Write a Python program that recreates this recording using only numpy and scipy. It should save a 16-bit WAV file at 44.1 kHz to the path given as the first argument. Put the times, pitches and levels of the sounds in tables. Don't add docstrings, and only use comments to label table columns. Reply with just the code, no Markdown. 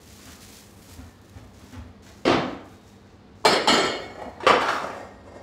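import sys
import numpy as np
from scipy import signal
from scipy.fft import rfft, irfft, next_fast_len
from scipy.io import wavfile
from scipy.ndimage import map_coordinates

SR = 44100
rng = np.random.default_rng(int(sys.argv[2]) if len(sys.argv) > 2 else 0)


def magnitude_from_level(level_db):
    exponent = np.asarray(level_db, float) / 20
    return 10 ** exponent


def output_pcm(signal):
    pcm = np.clip(np.atleast_2d(signal).T, -1, 1) * 32767
    wavfile.write(sys.argv[1], SR, np.round(pcm).astype(np.int16))


N = 239145
TIME = np.arange(N) / SR
STRIKE_TIME = TIME[:SR // 2]


def unit(x):
    return x / np.sqrt(np.mean(x ** 2) + 1e-20)


def along(points, hz):
    f, v = np.transpose(points)
    return np.interp(np.log(hz + 1), np.log(f + 1), v)


def wobble(rate_hz):
    knots = rng.standard_normal(int(N * rate_hz / SR) + 4)
    return map_coordinates(knots, [TIME * rate_hz])


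def coloured(x, spectrum, tilt_db=0):
    m = 2 * next_fast_len(len(x) // 2 + 4096)
    hz = np.fft.rfftfreq(m, 1 / SR)
    gain_db = along(spectrum, hz) + tilt_db * np.log2(hz / 1000 + .05)
    cepstrum = irfft(np.log(magnitude_from_level(gain_db)), m)
    cepstrum[1:m // 2] *= 2
    response = np.exp(rfft(cepstrum[:m // 2], m))
    return irfft(rfft(x, m) * response, m)[:len(x)]


def ringing(modes, damp, scatter_db):
    t = STRIKE_TIME[:, None]
    hz, db, t60_s = np.transpose(modes)
    level_db = db + scatter_db * rng.standard_normal(len(hz))
    decay = magnitude_from_level(level_db - 60 * t / (damp * t60_s))
    rise = 1 - np.exp(-t / .0005)
    return np.sum(decay * np.sin(2 * np.pi * hz * t) * rise, axis=1)


def damped_tones(lines, t60_s):
    ring = ringing([(hz, db, 1) for hz, db in lines], t60_s, scatter_db=1.5)
    return ring / np.linalg.norm(ring)


def puff(spectrum, t60_s, tilt_db=0):
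    burst = rng.standard_normal(SR // 2) * magnitude_from_level(-60 * STRIKE_TIME / t60_s)
    x = coloured(burst, spectrum, tilt_db)
    return x / np.linalg.norm(x)


def strokes(rows, rise_s, grows_db, fade_db_per_s):
    start, length, *levels = np.transpose(rows)[..., None]
    t = TIME - start
    swell_db = grows_db * np.clip(t / length - 1, -1, 0)
    fade_db = fade_db_per_s * np.maximum(t - length, 0)
    shape = np.clip(t / rise_s, 0, 1) * magnitude_from_level(swell_db - fade_db)
    return [np.sqrt(np.sum((shape * magnitude_from_level(db)) ** 2, axis=0)) for db in levels]


# f/Hz, t60/s
ROOM_DECAY = [(60, 0.38), (250, 0.68), (1000, 0.69), (3000, 0.58), (6000, 0.46), (14000, 0.24)]


def room(x, wet_db, nearer=0):
    hz, t, z = signal.stft(rng.standard_normal(SR), SR, nperseg=256)
    decay = magnitude_from_level(-60 * t / along(ROOM_DECAY, hz)[:, None])
    tail = signal.istft(z * decay, SR, nperseg=256)[1][:SR]
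    onset = np.minimum(TIME[:SR] / 0.00091, 1)
    tail = magnitude_from_level(wet_db) * tail * onset / np.linalg.norm(tail)
    tail[0] = 1
    out = signal.fftconvolve(x, tail)
    out[:len(x)] += nearer
    return out


def add(out, s, x):
    part = out[round(s * SR):][:len(x)]
    part += x[:len(part)]


# t/s, peak level/dB, ceramic ring level/dB, brightness/dB, knock f/Hz
SET_DOWN = [(3.442, -26, -42, -6, 1060), (3.45, -4, -15, 0.5, 890), (3.456, -8, -7.5, 0.5, 924),
            (3.464, -9.5, -12, -1, 1264), (3.487, -33, 1, 3, 930), (3.508, -19.5, -4, -4.5, 1280),
            (3.5265, -11.5, -6.5, 2.5, 405), (3.579, -34, -31, -4, 404)]
SETTLE = [(3.674, -8.5, -6, 0.5, 870), (3.681, -10.5, -0.5, 0.5, 840), (3.699, -14, -6, -4, 266),
          (3.726, -11, -2.5, 2, 302), (3.778, -11.5, -4.5, -1.5, 384), (3.829, -18.5, -2, -5.5, 464),
          (3.847, -23, -1.5, 1, 300), (3.919, -22.5, -11, -4, 394)]
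PUSH_BACK = [(4.403, -29, -4, 0, 960), (4.433, -20.5, -35, -3, 368), (4.4665, -3, -11, -1.5, 507),
             (4.4735, -5.5, -15, -1, 470), (4.495, -10.5, -7, -4.5, 1155), (4.502, -12.5, -21, -7, 670),
             (4.538, -23, -3, -2, 716), (4.611, -19.5, -10, 2, 1580), (4.618, -15, -27, -1.5, 903),
             (4.67, -24, -12, 0, 950), (4.685, -16, -19, 2, 1640), (4.705, -21, -24, -3, 1110),
             (4.729, -24.5, -14, -4, 1520), (4.9, -26, -27, -4.5, 424), (5.25, -46, -19, -3, 415),
             (5.319, -50, -15, -12, 810)]
# f/Hz, level/dB per Hz
COUNTER = [(24, -103), (40, -18.5), (400, 10.5), (2250, -10), (2480, -17.5), (4300, -12.5), (5960, -26),
           (7460, -25), (15800, -45.5)]
CORNER = [(24, -50), (40, -29), (230, -10.5), (255, -2.5), (327, -4), (711, -1), (1060, -6), (1200, -3.5),
          (1580, -8.5), (1710, -8.5), (4640, -23.5), (15800, -53)]
# f/Hz, level/dB
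JAR = [(1292, -46), (1324, -43), (1453, -51), (1518, -43), (1707, -52), (1787, -40), (1852, -39),
       (1916, -46), (2035, -48), (2116, -48), (2153, -40), (2299, -41), (2336, -54), (2772, -56),
       (2896, -36), (3031, -41), (3106, -49), (3171, -61), (3257, -41), (3510, -42.5), (3725, -50),
       (3924, -57), (4199, -30), (4242, -47), (4285, -54), (4334, -54), (4430, -42), (4732, -36),
       (5130, -46), (5286, -39), (5593, -63), (5846, -66), (6309, -64), (6498, -63), (6756, -57),
       (6885, -50), (7176, -48), (7569, -46), (7720, -48.5), (8242, -70), (8742, -65), (9119, -51),
       (9841, -65), (10137, -69), (10756, -68), (11138, -73), (12618, -71), (13986, -67)]
LID = [(1195, -43.5), (1249, -51), (1324, -39.5), (1448, -43), (1502, -62), (1707, -46), (1793, -42.5),
       (1884, -41), (2040, -44.5), (2116, -49), (2191, -34.5), (2304, -46), (2514, -58), (2665, -56),
       (2832, -48.5), (2896, -40), (3095, -42), (3138, -44), (3198, -41.5), (3230, -43), (3262, -47),
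       (3564, -44), (3725, -58), (3935, -63), (4107, -60), (4226, -38.5), (4350, -39.5), (4398, -45),
       (4727, -45), (5028, -48.5), (5152, -54), (5378, -54.5), (5405, -46), (5561, -60), (5900, -65),
       (6212, -61), (6352, -62), (6412, -52), (6525, -57), (6767, -51), (6848, -54), (7063, -52),
       (7101, -47.5), (7203, -56), (7273, -54), (7375, -56), (7564, -64), (7693, -47.5), (8253, -72),
       (8963, -57), (9103, -63), (9964, -59), (10487, -64), (10745, -69), (12602, -69), (13997, -77)]
NEIGHBOUR = [(1179, -38.5), (1211, -44), (1335, -46), (1427, -44), (1556, -44), (1717, -45), (1809, -62),
             (1895, -57), (2019, -49), (2105, -53), (2288, -43.5), (2649, -49), (2891, -61), (3149, -55),
             (3505, -46.5), (3575, -49), (3844, -52), (3941, -54), (4264, -60), (4360, -50.5), (4576, -60),
             (4748, -57), (5163, -64), (5405, -50), (5523, -52), (5674, -67), (6525, -64), (6837, -58),
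             (6966, -56), (7644, -53), (8317, -73), (8436, -59), (8624, -72), (9372, -68), (9825, -80),
             (10309, -79), (10707, -72), (11283, -80), (12064, -81), (13431, -81)]


def canister(contacts, surface, lines, ring_db, t60_s, facing_db):
    out = np.zeros(N)
    for s, db, clink_db, bright_db, knock_hz in contacts:
        knock = puff(surface, t60_s=.02, tilt_db=np.clip(bright_db + 2.5, -6, 3))
        tone = damped_tones([(knock_hz, 0)], t60_s=0.046)
        ring = magnitude_from_level(clink_db + ring_db) * damped_tones(lines, t60_s)
        direct = magnitude_from_level(3.0) * tone + magnitude_from_level(facing_db) * ring
        hit = room(knock + magnitude_from_level(-8) * tone + ring, wet_db=8.5, nearer=direct)
        add(out, s, magnitude_from_level(db + 6.5) * hit)
    return out


# t/s, length/s, scrape level/dB, ring level/dB
SLIDE_FIRST = [(3.97, 0.061, -37.5, -50), (4.14, 0.048, -33.5, -62), (4.27, 0.15, -43.5, -66)]
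SLIDE_SECOND = [(4.402, 0.04, -42, -50), (4.59, 0.024, -25.5, -36), (4.66, 0.029, -22, -28.5)]
SLIDE_THIRD = [(4.8, 0.1, -31, -61), (4.93, 0.1, -36, -58.5), (5.1, 0.13, -50.5, -71.5),
               (5.24, 0.29, -42.5, -66)]
# f/Hz, level/dB per Hz
SCRAPE = [
    [(35, -21), (60, -19.5), (648, -4.5), (711, -4), (1610, -21), (1770, -13.5), (2620, -32), (7150, -37),
     (15800, -54)],
    [(35, -47), (60, -24), (216, -37), (345, -12), (940, -5.5), (1060, -8), (1160, 1.5), (2450, -23.5),
     (5670, -22.5), (15800, -54)],
    [(35, -32), (60, -24), (618, 0), (1680, -18), (1890, -41), (3020, -28), (7500, -23), (14400, -42),
     (15800, -72)],
]
# f/Hz, level/dB
THIRD = [(1577, -72), (1863, -65), (2121, -73), (2229, -77), (2681, -78), (2885, -86), (3241, -84),
         (3278, -83), (3467, -82), (3564, -84), (3747, -78), (3844, -80), (4748, -84), (4823, -84),
         (5006, -83), (5050, -85), (5582, -84), (5749, -88), (6869, -88), (7122, -90), (7219, -87),
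         (7386, -87), (7537, -86), (7822, -90), (8791, -96), (9781, -93), (10357, -97), (10546, -90),
         (10772, -97), (11283, -100)]


def sliding(rows, surface, lines, ring_db, t60_s, tilt_db, grows_db, fade_db_per_s):
    push, clink = strokes(rows, 0.0065, grows_db, fade_db_per_s)
    grains = unit(rng.standard_normal(N) * magnitude_from_level(3.9 * wobble(90)))
    scrape = push * unit(coloured(grains, surface, tilt_db))
    ring = signal.fftconvolve(grains * clink * magnitude_from_level(ring_db), damped_tones(lines, t60_s))[:N]
    return magnitude_from_level(-9.0) * room(scrape + ring, wet_db=-1.0)[:N]


# t/s, peak level/dB, slap level/dB, panel tone level/dB, panel f/Hz
SHUT = [(2.252, -21.5, 3, -2, 248), (2.254, -15.5, -5, 2.5, 516), (2.265, -14, -5, 1.5, 492),
        (2.277, -7.5, -8.5, 1, 356), (2.297, -7, -9.5, -11, 733), (2.319, -13.5, -6.5, -3, 256),
        (2.344, -11, -16.5, -4.5, 273)]
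# f/Hz, level/dB per Hz
PANEL = [(24, -43), (40, -14), (65, -1.5), (174, -7.5), (264, -1.5), (487, -10), (704, -6.5), (796, -12),
         (1180, -12), (1700, -17.5), (4530, -26.5), (14000, -69)]
# f/Hz, level/dB, t60/s
CARCASS = [(74.6, -6, 0.44), (260, 2, 0.3), (573, 0.5, 0.11)]


def cupboard():
    out = np.zeros(N)
    for s, db, slap_db, tone_db, panel_hz in SHUT:
        blow = puff(PANEL, t60_s=0.047, tilt_db=0.39 * (slap_db + 13.5))
        tone = magnitude_from_level(tone_db) * damped_tones([(panel_hz, 0)], t60_s=0.038)
        boom = magnitude_from_level(-22.0) * damped_tones([(75, 0)], t60_s=0.52)
        hit = room(blow + magnitude_from_level(-3.5) * tone + boom, wet_db=5.5, nearer=magnitude_from_level(1.5) * tone)
        add(out, s, magnitude_from_level(db + 9.0) * hit)
    carcass = ringing(CARCASS, damp=1, scatter_db=3.5) * np.minimum(STRIKE_TIME / 0.0043, 1)
    add(out, SHUT[1][0], magnitude_from_level(-25.5) * carcass)
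    return out


# t/s, peak level/dB, slap level/dB
STEPS = [(0.183, -35.5, -10.5), (0.258, -40.5, -1), (0.357, -53, 5), (0.873, -36, -12), (0.978, -33.5, -11),
         (1.352, -32.5, -10), (1.59, -41, -5.5), (1.722, -30.5, -6.5), (1.775, -31, -20), (2.057, -49.5, 7),
         (2.714, -44, -5), (3.049, -48, -4), (4.255, -35, -40), (5.197, -40, -18)]
# f/Hz, width/Hz, level/dB
BOARDS = [(81.4, 34.5, 5.5), (254, 26, -5)]


def steps():
    out = np.zeros(N)
    boards = [(hz, db, 1.66 / width_hz) for hz, width_hz, db in BOARDS]
    soft_onset = np.minimum(STRIKE_TIME / 0.016, 1)
    for s, db, slap_db in STEPS:
        thud = ringing(boards, damp=1.51, scatter_db=2.5)
        slap = magnitude_from_level(slap_db + 22.5) * puff(CORNER, t60_s=0.15, tilt_db=2.0)
        add(out, s, magnitude_from_level(db - 2.5) * room((thud + slap) * soft_onset, wet_db=3.5))
    return out


# t/s, length/s, level/dB, crispness/dB
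RUBS = [(0, 0.039, -58.5, -7), (0.065, 0.27, -50.5, -8.5), (0.401, .03, -51, -7), (0.476, 0.11, -50.5, -7),
        (0.668, 0.14, -65.5, 0.5), (0.813, 0.12, -53.5, -6.5), (1, 0.11, -63, -8), (1.216, 0.11, -64.5, -8),
        (1.34, 0.042, -61.5, -11), (1.445, 0.07, -70, -7), (1.53, 0.2, -58, -10), (2.02, 0.072, -55.5, -13),
        (2.153, .03, -60.5, -11), (2.3, 0.22, -62.5, -16), (2.638, 0.1, -64, -8), (2.807, 0.043, -67, -12),
        (2.868, 0.025, -61, -11.5), (3.048, .05, -69, -23), (3.12, 0.027, -88, -12),
        (3.35, 0.091, -66.5, -15), (3.8, 0.24, -66, -8), (4.093, 0.23, -70, -10), (4.706, 0.039, -55.5, -4),
        (4.836, 0.14, -58.5, -14.5), (5.24, 0.16, -82, -15)]
# t/s, level/dB
SNAPS = [(0.058, -48), (.124, -52), (.255, -42), (.417, -48), (1.215, -53), (1.246, -56), (1.296, -47),
         (1.443, -61), (1.592, -66), (2.655, -55), (3.128, -62), (4.295, -55), (5.24, -66)]
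# f/Hz, level/dB per Hz
CLOTH = [(350, -1), (600, -5), (768, -17), (1350, -10), (1770, -1), (2780, -2), (7650, 1.5), (8420, -4),
         (15800, -14)]


def clothes():
    rest_db, snap_t60_s = -85.5, 0.018
    rows = [(s, length, db, db + crisp_db) for s, length, db, crisp_db in RUBS]
    low, high = strokes(rows, rise_s=0.0056, grows_db=5, fade_db_per_s=111)
    crackle_db = 0.21 * wobble(25.7) + 1.54 * wobble(300)
    rub = rng.standard_normal((2, N)) * magnitude_from_level(crackle_db)
    crisp = unit(coloured(rub[1], [(7000, -1.5), (8500, 2.0), (16000, -3.5), (17000, -32)]))
    dull = unit(coloured(coloured(rub[0], CLOTH), [(6500, 21.0), (8200, 17.0), (9500, -26)]))
    snap = sum(magnitude_from_level(db - 60 * np.abs(TIME - s) / snap_t60_s) * (TIME >= s) for s, db in SNAPS)
    dull_gain = magnitude_from_level(-1.0) * low + magnitude_from_level(rest_db) + magnitude_from_level(-11) * snap
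    crisp_gain = magnitude_from_level(4.5) * high + magnitude_from_level(rest_db - 2) + magnitude_from_level(-9) * snap
    return dull_gain * dull + crisp_gain * crisp


# f/Hz, level/dB per Hz
AIR = [(15, -40), (25, -5), (96, -4), (152, -13), (205, -6), (308, -12), (528, -15), (637, -21), (710, -17),
       (2890, -31.5), (3490, -31.5), (4330, -31.5), (14200, -63), (15800, -60)]
# f/Hz, level/dB
HUM = [(99, -60.5), (199, -62), (445, -67.5)]
# start t/s, end t/s, f/Hz, level/dB
LID_RING = [(.95, 1.45, 1780, -67), (2.02, 2.2, 4250, -66), (2.62, 3.1, 3750, -69)]


def background():
    out = magnitude_from_level(-53.0) * unit(coloured(rng.standard_normal(N), AIR)) * magnitude_from_level(0.3 * wobble(8.5))
    for hz, db in HUM:
        level = magnitude_from_level(db + 1.5 + 2.4 * wobble(22))
        out += level * np.sin(2 * np.pi * hz * TIME + .5 * wobble(12))
    for start, end, hz, db in LID_RING:
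        swell = np.sin(np.pi * np.clip((TIME - start) / (end - start), 0, 1))
        level = swell * magnitude_from_level(db + 2.5 * wobble(28.47))
        out += level * np.sin(2 * np.pi * hz * TIME + 1.5 * wobble(74))
    return out


def scene():
    knocks = canister(SET_DOWN, COUNTER, JAR, ring_db=6.5, t60_s=0.11, facing_db=2.5)
    knocks += canister(SETTLE, COUNTER, LID, ring_db=5.5, t60_s=0.11, facing_db=-9.0)
    knocks += canister(PUSH_BACK, CORNER, NEIGHBOUR, ring_db=0.7, t60_s=0.1, facing_db=3.5)
    slides = sliding(SLIDE_FIRST, SCRAPE[0], LID, ring_db=6.0, t60_s=0.12,
                     tilt_db=-0.5, grows_db=5.0, fade_db_per_s=90)
    slides += sliding(SLIDE_SECOND, SCRAPE[1], NEIGHBOUR, ring_db=-4.5, t60_s=0.11,
                      tilt_db=-0.8, grows_db=2.0, fade_db_per_s=111)
    slides += sliding(SLIDE_THIRD, SCRAPE[2], THIRD, ring_db=12, t60_s=.17,
                      tilt_db=-2.5, grows_db=-1.5, fade_db_per_s=250)
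    quiet = cupboard() + steps() + clothes() + background()
    return (knocks + slides + quiet)[None]


def low_pass(x):
    return signal.sosfilt(signal.butter(12, 15960, fs=SR, output="sos"), x)


def record(dry):
    microphone = [(15, -50), (40, -5.5), (60, 3.5), (15700, 1.0), (15900, -51)]  # f/Hz, level/dB
    mix = coloured(dry[0], microphone)[None]
    return low_pass(mix)


dry = scene()
out = record(dry)
output_pcm(out)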